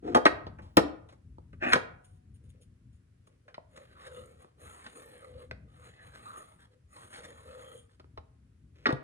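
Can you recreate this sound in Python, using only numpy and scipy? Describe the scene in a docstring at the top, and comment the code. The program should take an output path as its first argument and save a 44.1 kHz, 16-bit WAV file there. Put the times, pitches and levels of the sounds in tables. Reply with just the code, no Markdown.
"""Levelling coffee in a portafilter.

A steel portafilter full of grounds is knocked, dragged and set down on a rubber mat; each blow rings its modes.
A thin steel blade turns round the basket, scraping by stick-slip and ticking on the rim, then the
handle is put down again. Two close microphone ports hear it over a low kitchen rumble."""
import sys
import numpy as np
from scipy import signal
from scipy.fft import rfft, irfft, next_fast_len
from scipy.io import wavfile
from scipy.ndimage import uniform_filter1d, map_coordinates

SR = 44100
rng = np.random.default_rng(int(sys.argv[2]) if len(sys.argv) > 2 else 0)


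def file_out(sig):
    """Save sig as 16-bit WAV at sys.argv[1]."""
    # one column per channel
    cols = np.atleast_2d(sig).T
    # limit, then scale
    lim = np.clip(cols, -1, 1)
    pcm = np.round(lim * 32767).astype(np.int16)
    wavfile.write(sys.argv[1], SR, pcm)


N = 398223
TIME_S = np.arange(N) / SR


def amp(db):
    """Decibels to gain."""
    return 10 ** (np.asarray(db) / 20)


def unit(x):
    """Scale to rms 1."""
    return x / np.sqrt(np.mean(x ** 2) + 1e-20)


def along(points, hz):
    """Read (frequency, value) points on a log axis."""
    f, values = np.transpose(points)
    return np.interp(np.log(hz + 1), np.log(f + 1), values)


def gains(rows):
    """Smoothed gain curve per dB column, silent outside the rows."""
    s, *columns = np.transpose(rows)
    curves_db = [np.interp(TIME_S, s, column, left=-150, right=-150) for column in columns]
    return [uniform_filter1d(amp(db), size=300) for db in curves_db]


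def bursts(table, attack_s, release_s):
    """Gain curve: each (start, length, level) row rises, holds and decays."""
    gain = np.zeros(N)
    for s, length, db in table:
        age = TIME_S - s
        gain += amp(db) * np.exp(np.minimum(age, 0) / attack_s - np.maximum(age - length, 0) / release_s)
    return gain


def wobble(rate_hz):
    """Smooth random curve with knots at rate_hz."""
    return map_coordinates(rng.standard_normal(int(N * rate_hz / SR) + 4), [TIME_S * rate_hz])


def slips(rate_hz, spread_db):
    """Stick-slip: tiny uneven pushes at random times."""
    size = rng.standard_normal(N) * amp(spread_db * rng.standard_normal(N))
    return unit(size * (rng.random(N) < rate_hz / SR))


def add(track, s, sound):
    """Mix a sound in at time s."""
    part = track[..., round(s * SR):][..., :sound.shape[-1]]
    part += sound[..., :part.shape[-1]]


def filtered(x, response):
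    """Apply a complex frequency response."""
    size = x.shape[-1]
    padded = next_fast_len(size + 8192)
    return irfft(rfft(x, padded) * response(np.fft.rfftfreq(padded, 1 / SR)), padded)[..., :size]


def coloured(x, spectrum):
    """Apply a (frequency [Hz], gain [dB]) curve."""
    return filtered(x, lambda hz: amp(along(spectrum, hz)))


def resonant(x, peaks):
    """Parallel resonances: (centre [Hz], width [Hz], gain [dB])."""
    return filtered(x, lambda f: sum(amp(db) * 1j * f * width / (hz * hz - f * f + 1j * f * width)
                                     for hz, width, db in peaks))


def twice_resonant(x, hz, width_hz):
    """Two equal resonances in series."""
    peak = [(hz, width_hz, 0)]
    return resonant(resonant(x, peak), peak)


def narrow_note(path_hz, width_hz):
    """Stick-slip note: narrow noise round a moving pitch."""
    phase = 2 * np.pi * np.cumsum(path_hz) / SR
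    a, b = filtered(rng.standard_normal((2, N)), lambda hz: 1 / (1 + 1j * hz / width_hz) ** 2)
    return unit(a * np.cos(phase) + b * np.sin(phase))


def patchy(x, depth_db, span_hz, span_s):
    """Uneven contact: patches of the spectrum swell and fade."""
    hz, t, spectra = signal.stft(x, SR, nperseg=1024)
    grid = np.meshgrid(hz / span_hz, t / span_s, indexing='ij')
    field = map_coordinates(rng.standard_normal((128, 128)), grid, order=1, mode='mirror')
    return signal.istft(spectra * amp(depth_db * field), SR, nperseg=1024)[1][:len(x)]


# Port phase: (frequency [Hz], left minus right [rad])
PORT_PHASE = [(60, 0), (300, -.25), (440, -.6), (580, -1.7), (820, -2.8), (1300, -2.1), (1900, -1.6),
              (3600, -2.1), (5500, -3.7), (6550, -6.2), (9400, -7.5), (12000, -8.9), (16000, -9.4)]
# Port balance: (frequency [Hz], left minus right [dB])
PORT_BALANCE = [(60, 2), (200, 4), (330, 5), (500, 2), (770, -1), (4000, 0.64)]


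def ports(x):
    """A close source reaches the left port later, and louder in the low mids."""
    half = np.array([[.5], [-.5]])
    return filtered(x, lambda hz: amp(half * along(PORT_BALANCE, hz))
                    * np.exp(1j * half * along(PORT_PHASE, hz)))


def placed(x):
    """Both ports, with their mean at rms 1."""
    pair = ports(x)
    return pair / pair.mean(0).std()


# Rumble and hiss spectra: (frequency [Hz], gain [dB])
RUMBLE_SPECTRUM = [(13, -49), (22, -23.5), (41, -3.5), (70, 7), (118, 1), (173, -6.5), (269, -12.5),
                   (353, -26.5), (430, -28.5), (550, -45), (920, -120)]
AIR_SPECTRUM = [(180, -25.5), (300, -4.5), (842, -24.5), (1510, -19.5), (4020, -29.5), (6850, -31.5),
                (10600, -30.5), (12300, -50), (16000, -50.5)]
# Rumble envelope: (time [s], relative level [dB])
RUMBLE_ENVELOPE = [(0.0, -57), (0.35, -52), (1.23, -62), (1.68, -53), (2.04, -63), (2.49, -58),
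                   (3.59, -70.5), (3.9, -64.5), (5.1, -66), (5.43, -54), (6.77, -69), (7.34, -62),
                   (7.47, -65), (8.9, -60.5), (9.03, -59)]


def background():
    """Restless low rumble, weak wavering hum, faint hiss."""
    rumble = placed(coloured(rng.standard_normal(N), RUMBLE_SPECTRUM))
    rumble *= gains(RUMBLE_ENVELOPE)[0] * amp(3.5 + 2.8 * wobble(14))
    hum = amp(-68.5 + 1.3 * wobble(0.91)) * np.sin(2 * np.pi * 111 * TIME_S + 3.3 * wobble(18))
    hiss = amp(-76.5) * unit(coloured(rng.standard_normal((2, N)), AIR_SPECTRUM))
    return rumble + hum + hiss


# Room decay: (frequency [Hz], t60 [s])
ROOM_DECAY = [(150, 0.45), (500, .52), (1500, 0.48), (4000, 0.33), (9000, 0.24), (13000, 0.1)]
# Wall reflection: (frequency [Hz], gain [dB])
WALL_SPECTRUM = [(100, -6.5), (400, 3), (1500, -1.5), (5000, 1), (10000, 2), (14000, -14)]


def kitchen(x):
    """The coffee machine reflects first; the walls' tail follows, dying faster in the treble."""
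    hz, t, spectra = signal.stft(rng.standard_normal((2, SR * 3 // 4)), SR, nperseg=256)
    decay = amp(along(WALL_SPECTRUM, hz)[:, None] - 60 * t / along(ROOM_DECAY, hz)[:, None])
    tail = signal.istft(spectra * decay, SR, nperseg=256)[1]
    age = np.arange(tail.shape[1]) / SR
    early = amp(3 - 60 * age / 0.09)
    response = tail / np.linalg.norm(tail[0]) * (1 + early) * (age > .002)
    return signal.fftconvolve(x, response, axes=1)[:, :N]


# Finger shifts and grip squeezes: (start [s], length [s], level [dB])
FINGER_SHIFTS = [(2.44, 0.13, -83), (3.26, 0.077, -82.5), (5.72, 0.029, -77.5), (8.76, 0.2, -67)]
SQUEEZES = [(2.41, 0.06, -77.5), (2.55, 0.066, -72), (3.272, 0.042, -70), (3.46, 0.069, -70.5),
            (5.645, 0.035, -72.5)]
# Skin friction: (frequency [Hz], gain [dB])
SKIN_SPECTRUM = [(200, -6), (500, 3), (700, -11.5), (1000, -10), (2200, -8), (4000, -18.5), (10000, -31)]


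def fingers():
    """Skin rustles on handle and blade; a squeeze gives a hollow rub."""
    pressure = bursts(FINGER_SHIFTS, attack_s=0.0086, release_s=0.036) * amp(1.8 * wobble(32))
    rub = placed(twice_resonant(slips(3100, spread_db=6), hz=486, width_hz=120))
    rustle = placed(coloured(slips(3800, spread_db=-3.5), SKIN_SPECTRUM))
    return pressure * rustle + bursts(SQUEEZES, attack_s=0.004, release_s=0.013) * rub


# Rim modes: (frequency [Hz], width [Hz], relative level [dB])
RIM_RESONANCES = [(6850, 140, -4), (9000, 130, 2.5), (10650, 110, -3), (12550, 110, -8)]


def rim_ring(swell_db, drift_hz):
    """Rim modes swell unevenly and wander as the contact point moves."""
    return unit(sum(amp(db + swell_db * wobble(8.3)) * narrow_note(hz + drift_hz * wobble(9.1), width)
                    for hz, width, db in RIM_RESONANCES))


# Blade picked up and brought to the basket: (start [s], length [s], level [dB])
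PICKUP_SCUFFS = [(2.045, 0.012, -68), (2.07, .11, -82), (2.345, 0.019, -77.5), (2.44, 0.026, -80.5),
                 (2.495, 0.0095, -71), (2.615, 0.0187, -68), (2.93, 0.035, -81.5), (3.271, 0.0072, -70.5)]


def tinkles():
    """Short dry scuffs set thin steel ringing faintly."""
    bright = [(1200, -12), (3000, 8), (4800, -3), (9000, 0), (13000, 1), (15000, -20)]
    scratch = unit(coloured(slips(2500, spread_db=3), bright))
    tinkle = placed(rim_ring(swell_db=3, drift_hz=30) + amp(-3.5) * scratch)
    return tinkle * bursts(PICKUP_SCUFFS, attack_s=0.0034, release_s=0.009)


# Blade squeaks: (start [s], length [s], pitch [Hz], relative level [dB])
EDGE_SQUEAKS = [(3.959, 0.15, 1156, -72.5), (5.987, 0.05, 1710, -72), (6.26, 0.14, 1220, -64.5),
                (7.654, 0.16, 3230, -78)]


def squeaks():
    """Stick-slip at the edge drives one narrow resonance at a time."""
    out = np.zeros(N)
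    for s, length, hz, db in EDGE_SQUEAKS:
        tone = unit(twice_resonant(slips(3500, spread_db=3), hz, width_hz=300))
        out += tone * bursts([(s, length, db)], attack_s=0.01, release_s=0.012)
    return amp(11.5) * ports(out)


# Blade turns: (peak time [s], half width [s])
BLADE_TURNS = [(3.869, 0.24), (4.98, 0.25), (6.011, 0.12), (7.249, 0.11)]


def turning(x, low_hz, top_hz, width_hz, boost_db):
    """The scrape's resonance climbs and falls back once a stroke as the blade turns."""
    hz, t, spectra = signal.stft(x, SR, nperseg=1024)
    height = sum(np.exp(-((t - s) / half_width) ** 4) for s, half_width in BLADE_TURNS)
    centre_hz = low_hz + (top_hz - low_hz) * height
    offset = (hz[:, None] - centre_hz) / width_hz
    return signal.istft(spectra * amp(boost_db / (1 + offset ** 2)), SR, nperseg=1024)[1][:len(x)]


# Shaved coffee: (frequency [Hz], gain [dB])
GROUNDS_SPECTRUM = [(120, -3.5), (280, -0.5), (400, -4), (700, -0.5), (950, -3), (1200, 1), (1550, -5),
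                    (1900, -2.5), (2600, -9), (3300, -9), (4200, -10.5), (5200, -25.5), (7000, -33)]


def grounds_crunch():
    """Fine grounds crunch densely; coarse grains snap one by one."""
    fine = patchy(slips(6000, spread_db=2), depth_db=5, span_hz=150, span_s=.07)
    coarse = slips(220, spread_db=1)
    crunch = coloured(unit(fine) + amp(-9) * coarse, GROUNDS_SPECTRUM)
    return placed(turning(crunch, low_hz=1227, top_hz=1830, width_hz=170, boost_db=7))


# Blade on rim: (frequency [Hz], gain [dB])
RIM_SPECTRUM = [(4500, -23), (5700, -15), (6500, -10.5), (7600, -6), (8300, -3), (9100, 5), (9800, -5),
                (10700, -0.5), (11600, -12.5), (12500, 3.5), (14000, -15), (16000, -38)]


def rim_hiss():
    """The edge slips over burrs and rings the rim."""
    burrs = patchy(slips(6000, spread_db=2), depth_db=5, span_hz=260, span_s=.11)
    ring = amp(0.5) * rim_ring(swell_db=3.5, drift_hz=45.2)
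    return placed(unit(coloured(burrs, RIM_SPECTRUM)) + ring) * amp(1.2 * wobble(11))


# Catching edge: (frequency [Hz], gain [dB])
CATCH_SPECTRUM = [(400, -5.5), (1000, 3), (1800, 7), (2500, -8), (3400, -3), (4300, -8), (5300, -12),
                  (6500, -17.5), (8000, -12.5), (14000, -35.5)]


def catch_rasp():
    """Rough stick-slip of a catching edge."""
    bite = coloured(slips(4000, spread_db=3), CATCH_SPECTRUM)
    return placed(patchy(bite, depth_db=4.5, span_hz=204, span_s=.05))


# Blade flex note: (time [s], pitch [Hz])
FLEX_NOTE = [(3.759, 560), (4.08, 517), (4.18, 530), (4.33, 482), (4.93, 460), (5.12, 509), (5.25, 507.2),
             (5.45, 487.8), (7.2, 475.3), (7.46, 482.8), (7.61, 531), (7.78, 481.6)]


def blade_flex():
    """The blade's hollow note bends as it is pressed and turned."""
    skirt = unit(twice_resonant(slips(2000, spread_db=3), hz=505.5, width_hz=95))
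    pitch_hz = np.interp(TIME_S, *np.transpose(FLEX_NOTE)) + 13 * wobble(22)
    return placed(narrow_note(pitch_hz, width_hz=36) + amp(-5) * skirt)


# Four strokes, one curve each: (time [s], relative grounds level [dB], relative rim level [dB])
BLADE_STROKES = [
    [(3.69, -85, -90.5), (3.768, -62.5, -74), (3.884, -69.5, -77.5), (4.076, -56, -70), (4.1, -65.5, -75.5),
     (4.146, -57, -62.5), (4.386, -73.5, -76.5), (4.42, -63.5, -69), (4.53, -86, -106)],
    [(4.56, -97, -105), (4.608, -60, -61.5), (4.846, -59, -65), (4.868, -54.5, -77), (4.89, -62.5, -70),
     (4.986, -60, -60.5), (5.35, -65.5, -76), (5.426, -62.5, -71), (5.49, -85, -91)],
    [(5.68, -73, -87), (5.862, -61, -67.5), (5.996, -65.5, -84), (6.02, -60.5, -71), (6.056, -65, -73),
     (6.358, -60, -65.5), (6.376, -57, -59), (6.656, -80.5, -80.5), (6.69, -81.5, -101)],
    [(6.87, -101, -100.5), (6.906, -75, -76.5), (6.962, -59, -64), (7.096, -59.5, -62.5),
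     (7.164, -57.5, -66), (7.44, -61, -68), (7.592, -59, -67), (7.788, -66, -63), (7.88, -83.5, -89)],
]
# Catches and judders: (start [s], length [s], relative level [dB])
BLADE_CATCHES = [(3.76, 0.02, -63.5), (4.01, 0.06, -62), (4.073, 0.008, -59), (4.84, 0.035, -60.5),
                 (6.14, 0.049, -64), (6.59, 0.0703, -71.5), (6.72, 0.025, -76.5), (7.13, 0.066, -54.5),
                 (7.238, 0.023, -55.5), (7.895, 0.0622, -76.5)]
BLADE_JUDDERS = [(3.76, 0.073, -62.5), (4.08, 0.21, -55.5), (4.32, 0.15, -71), (4.6, 0.1, -68.5),
                 (4.93, 0.25, -61), (5.24, 0.2, -57), (5.8, 0.08, -69), (6.73, 0.021, -69.5),
                 (7.18, 0.14, -62), (7.46, 0.31, -57)]
# Grains cracking between blade and rim: (time [s], relative level [dB])
GRAIN_CRACKS = [(4.135, -58), (4.258, -58), (4.42, -63), (5.18, -59), (7.005, -64), (7.777, -58)]


def blade():
    """The blade shaves the grounds, hisses on the rim, rasps when it catches, judders when it sticks."""
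    on_grounds, on_rim = np.sum([gains(stroke) for stroke in BLADE_STROKES], axis=0)
    catches = bursts(BLADE_CATCHES, attack_s=0.0039, release_s=0.0023)
    cracks = bursts([(s, 0, db) for s, db in GRAIN_CRACKS], attack_s=0.0009, release_s=0.0043)
    judders = bursts(BLADE_JUDDERS, attack_s=0.023, release_s=0.021)
    grip = amp(1.4 * wobble(28))
    crunch = amp(-2.3) * on_grounds * grounds_crunch()
    hiss = amp(-0.85) * (np.hypot(on_rim, amp(-8.5) * catches) + cracks) * rim_hiss()
    rasp = catches * catch_rasp()
    flex = amp(0.63) * np.hypot(judders, amp(-14.5) * on_grounds) * blade_flex()
    grit = unit(amp(1.6 * wobble(140)))  # the edge bites and lets go
    return grip * (grit * (crunch + hiss + rasp) + flex)


# Handle on mat: (time [s], relative level [dB])
MAT_ENVELOPE = [(0.026, -57.5), (0.045, -48.5), (0.07, -41.5), (0.078, -36), (0.11, -42.5), (0.14, -41)]
# Rubber resonances: (frequency [Hz], width [Hz], gain [dB])
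MAT_RESONANCES = [(323, 98, -3.5), (445, 55, -4.5), (700, 27, 1), (1210, 90, -15.5)]


def mat_rub():
    """The handle groans over rubber by stick-slip."""
    soft = [(150, -1.0), (300, 2.5), (800, -9.5), (1500, -12.5), (3000, -15), (10000, -23.0)]
    groan = coloured(resonant(slips(7300, spread_db=4.0), MAT_RESONANCES), soft)
    return amp(4.5) * gains(MAT_ENVELOPE)[0] * placed(groan)


# Drag rasp and rim ring: (time [s], level [dB])
DRAG_ENVELOPE = [(1.6, -71), (1.618, -46.5), (1.632, -35), (1.7, -34), (1.716, -35.5), (1.72, -32.5)]
DRAG_RING_ENVELOPE = [(1.665, -71.5), (1.7, -53.5), (1.73, -54)]
# Steel-on-steel resonances: (frequency [Hz], width [Hz], gain [dB])
DRAG_RESONANCES = [(306, 88, 1.5), (676, 170, 2), (1189, 90, -4.5), (1484, 110, 1), (1613, 110, 1),
                   (1780, 93, 0.5), (2400, 170, -4.5)]


def steel_drag():
    """The portafilter chatters over steel; the rim rings as the drag speeds up."""
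    dull = [(2600, 2.5), (3400, -11.5), (10000, -20.5), (14000, -29.5)]
    chatter = coloured(resonant(slips(2700, spread_db=1.5), DRAG_RESONANCES), dull)
    rasp = placed(patchy(chatter, depth_db=3, span_hz=217, span_s=0.027))
    ring = placed(rim_ring(swell_db=2, drift_hz=30.4))
    return gains(DRAG_ENVELOPE)[0] * rasp + gains(DRAG_RING_ENVELOPE)[0] * ring


# Weight settling on the mat, steel clinking: (time [s], frequency [Hz], level [dB], t60 [s])
MAT_BUMPS = [(0.151, 239, -24, 0.1), (0.168, 356, -24, 0.046), (0.261, 299, -18.5, 0.061),
             (0.7741, 321, -13, 0.097), (0.776, 223, -16.5, 0.1), (0.814, 266, -27.5, 0.046),
             (0.852, 293.9, -25.5, 0.075), (8.184, 75.85, -36.5, 0.083), (8.889, 288, -24.5, 0.055),
             (8.929, 136, -23, 0.09)]
STEEL_CLINKS = [(0.147, 1228, -24, 0.17), (0.147, 3205, -31, 0.11), (0.15, 1440, -27, 0.16),
                (0.157, 859, -16.5, 0.081), (0.256, 1287, -17, 0.059), (0.2615, 2064, -24, 0.033),
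                (0.772, 1814, -21.5, 0.061), (1.732, 1885, -18, 0.079), (1.732, 1414, -19, 0.055),
                (1.732, 726, -53.5, 1.1), (1.74, 450, -28, 0.18), (8.857, 1917, -12.5, 0.025)]


def struck_modes(table):
    """Each row is one strong mode, struck and dying away."""
    out, t = np.zeros(N), np.arange(SR) / SR
    onset = 1 - np.exp(-t / 0.00025)
    for s, hz, db, t60 in table:
        add(out, s, amp(db - 60 * t / t60) * np.sin(2 * np.pi * hz * t) * onset)
    return ports(out)


# Portafilter and basket modes: (frequency [Hz], relative level [dB], t60 before damping [s])
STEEL_MODES = [(241, 1, 0.16), (306, 2.5, 0.14), (393, -2.5, 0.32), (442, -4.5, 0.62), (513, -2, 0.48),
               (586.3, -2, 0.25), (687.3, 2, 0.22), (775, -1, 0.1), (858, 3, 0.2), (1006, 3, 0.17),
               (1140, -2, 0.12), (1302, 1, 0.09), (1434, 3, 0.14), (1553, -1, 0.2), (1684, 2, 0.25),
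               (1900, 3.5, .16), (2090, 1.5, 0.12), (2207, 0, 0.14), (2260, -1, 0.1), (2610, -4.5, 0.051),
               (3240, -3, 0.14), (3860, -5, 0.13), (5400, -3, 0.1), (7100, -5, 0.25), (8450, 0.5, 0.16),
               (8920, 5.5, 0.15), (10770, -4.5, 0.1)]
# Impact spectrum: (frequency [Hz], gain [dB])
IMPACT_SPECTRUM = [(100, -10), (200, 1), (300, -2), (420, -4), (620, 2), (900, 1), (1900, -5.5),
                   (2700, -12.5), (4200, -10), (6500, -26), (10500, -26), (12500, -32.5), (16000, -37)]
# Thud, knock, clank, ring, tick and snap bands: (edge [Hz])
BAND_EDGES_HZ = [110, 450, 1200, 2600, 6000, 11500, 16000]
# Light touches of blade and handle: (time [s], five levels thud to tick before trim [dB], wash t60 [s])
LIGHT_TAPS = [(0.466, -41, -46, -55, -59.5, -80, 0.066), (0.586, -50, -55, -53.5, -77, -79, 0.1),
              (0.62, -59.5, -64, -70, -72.5, -76, 0.41), (1.088, -71, -64, -65, -67.5, -74, 0.14),
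              (1.124, -57.5, -62.5, -66.5, -74, -74.5, 0.084),
              (1.383, -50.5, -57.5, -80.5, -80.5, -87, 0.028), (1.53, -53, -65.5, -61, -76.5, -84, 0.058),
              (3.271, -66.5, -68, -73, -80.5, -79, 0.039), (3.48, -69, -60, -57, -72, -81, 0.12),
              (3.543, -71, -61.5, -51, -57, -75, 0.035), (3.58, -51.5, -46.5, -63.5, -77.5, -92, 0.015),
              (3.774, -55.5, -58.5, -57, -68, -66.5, 0.028),
              (4.445, -55.5, -62, -67.5, -81.5, -86.5, 0.024), (4.864, -61, -57, -51.5, -55.5, -77, 0.034),
              (5.511, -46.5, -47.5, -42, -54, -67.5, 0.021), (7.997, -56, -60.5, -61.5, -67.5, -78, 0.04),
              (8.043, -57.5, -68, -72, -82, -90.5, 0.019), (8.175, -61.5, -48, -54.5, -61.5, -78.5, 0.043)]
# Portafilter blows: (time [s], six levels thud to snap before trim [dB], wash t60 [s])
HARD_KNOCKS = [(0.147, -23, -16.5, -19, -31, -40.5, -52, 0.037),
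               (0.157, -25.5, -18.5, -24.5, -37, -47, -62, 0.074),
               (0.171, -23, -28, -25, -42, -52, -72, 0.012),
               (0.254, -24.5, -14.5, -13.5, -23, -40, -67, 0.017),
               (0.2615, -34.5, -22, -9.5, -28, -43, -71, 0.042),
               (0.7695, -19.5, -13.5, -25, -19.5, -31.5, -25.5, 0.011),
               (0.7735, -19.5, -19, -15, -29, -47, -60.5, 0.075),
               (1.721, -41.5, -36.5, -16.5, -32, -49, -61, 0.08),
               (1.732, -30.5, -23, -9, -21, -32.5, -44, 0.016),
               (1.74, -33.5, -32.5, -23, -49, -62, -64, 0.09),
               (1.755, -31, -24, -22.5, -35.5, -56, -74.5, 0.045),
               (8.857, -35.5, -30.5, -16, -36.5, -62, -76.5, 0.03),
               (8.865, -29.5, -30, -19.5, -30.5, -56.5, -79, 0.027),
               (8.889, -32, -29.5, -25.5, -46, -70, -88, 0.038),
               (8.902, -37, -31, -28, -48, -66, -91, 0.049),
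               (8.924, -36, -33, -50, -44.5, -60.5, -85, 0.022)]


def impacts(table, modes_db, damping, crack_db, rise_s, trim_db):
    """Each contact rings the main modes over a wash of short ones; hardness sets the band levels."""
    out, t = np.zeros((2, N)), np.arange(SR // 6) / SR
    mode_hz, mode_db, mode_t60 = np.transpose(STEEL_MODES)[:, :, None]
    bands = [signal.butter(3, edges, 'band', fs=SR, output='sos')
             for edges in zip(BAND_EDGES_HZ, BAND_EDGES_HZ[1:])]
    for s, *levels_db, wash_t60 in table:
        # impact point and grip change each mode's share and pitch
        share, detune = rng.standard_normal((2, *mode_hz.shape))
        start_db = mode_db + along(IMPACT_SPECTRUM, mode_hz) + 2.5 * share
        phase = 2 * np.pi * (mode_hz * (1 + .003 * detune) * t + rng.random(mode_hz.shape))
        ring = np.sum(amp(start_db - 60 * t * damping / mode_t60) * np.sin(phase), axis=0)
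        noise = patchy(rng.standard_normal(len(t)), depth_db=2.8, span_hz=130, span_s=.3)
        wash = unit(coloured(noise, IMPACT_SPECTRUM))
        wash *= amp(-60 * t / wash_t60) + amp(crack_db - 60 * t / 0.002)
        blow = ports((amp(modes_db) * ring + wash) * (1 - np.exp(-t / rise_s)))
        for sos, db, offset_db in zip(bands, levels_db, trim_db):
            band = signal.sosfilt(sos, blow)
            onset_rms = band[:, :SR // 83].std()  # first 12 ms
            add(out, s, band * amp(db + offset_db) / onset_rms)
    return out


# Lift from the counter top: (frequency [Hz], gain [dB])
COUNTER_LIFT = [(100, 0), (310, 2), (470, 0.5), (900, 4), (1400, 0.5), (3200, 1), (5000, 2), (8000, -1)]


def scene():
    """Close sources on the counter, their reflections and the background."""
    knocks = impacts(HARD_KNOCKS, modes_db=-14, damping=3.6, crack_db=7.0, rise_s=0.0023,
                     trim_db=[-2, -2.5, -7.5, -4.5, -0.5, -1.5])
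    taps = impacts(LIGHT_TAPS, modes_db=-19.5, damping=8.0, crack_db=14.5, rise_s=0.00078,
                   trim_db=[-3.5, 2.84, 1.18, 1.84, 0.76])
    close = knocks + taps + tinkles() + struck_modes(MAT_BUMPS) + struck_modes(STEEL_CLINKS)
    close += mat_rub() + steel_drag() + blade() + squeaks() + fingers()
    return coloured(close, COUNTER_LIFT) + amp(-14.5) * kitchen(close) + background()


def record(dry):
    """Soft peak limit, low cut and band limit."""
    low_cut_hz, top_hz = 29, 16600
    rounded = dry / (1 + np.abs(dry / .9) ** 6) ** (1 / 6)
    return filtered(rounded, lambda hz: (hz < top_hz) * (1j * hz / (low_cut_hz + 1j * hz)) ** 2)


dry = scene()
out = record(dry)
file_out(out)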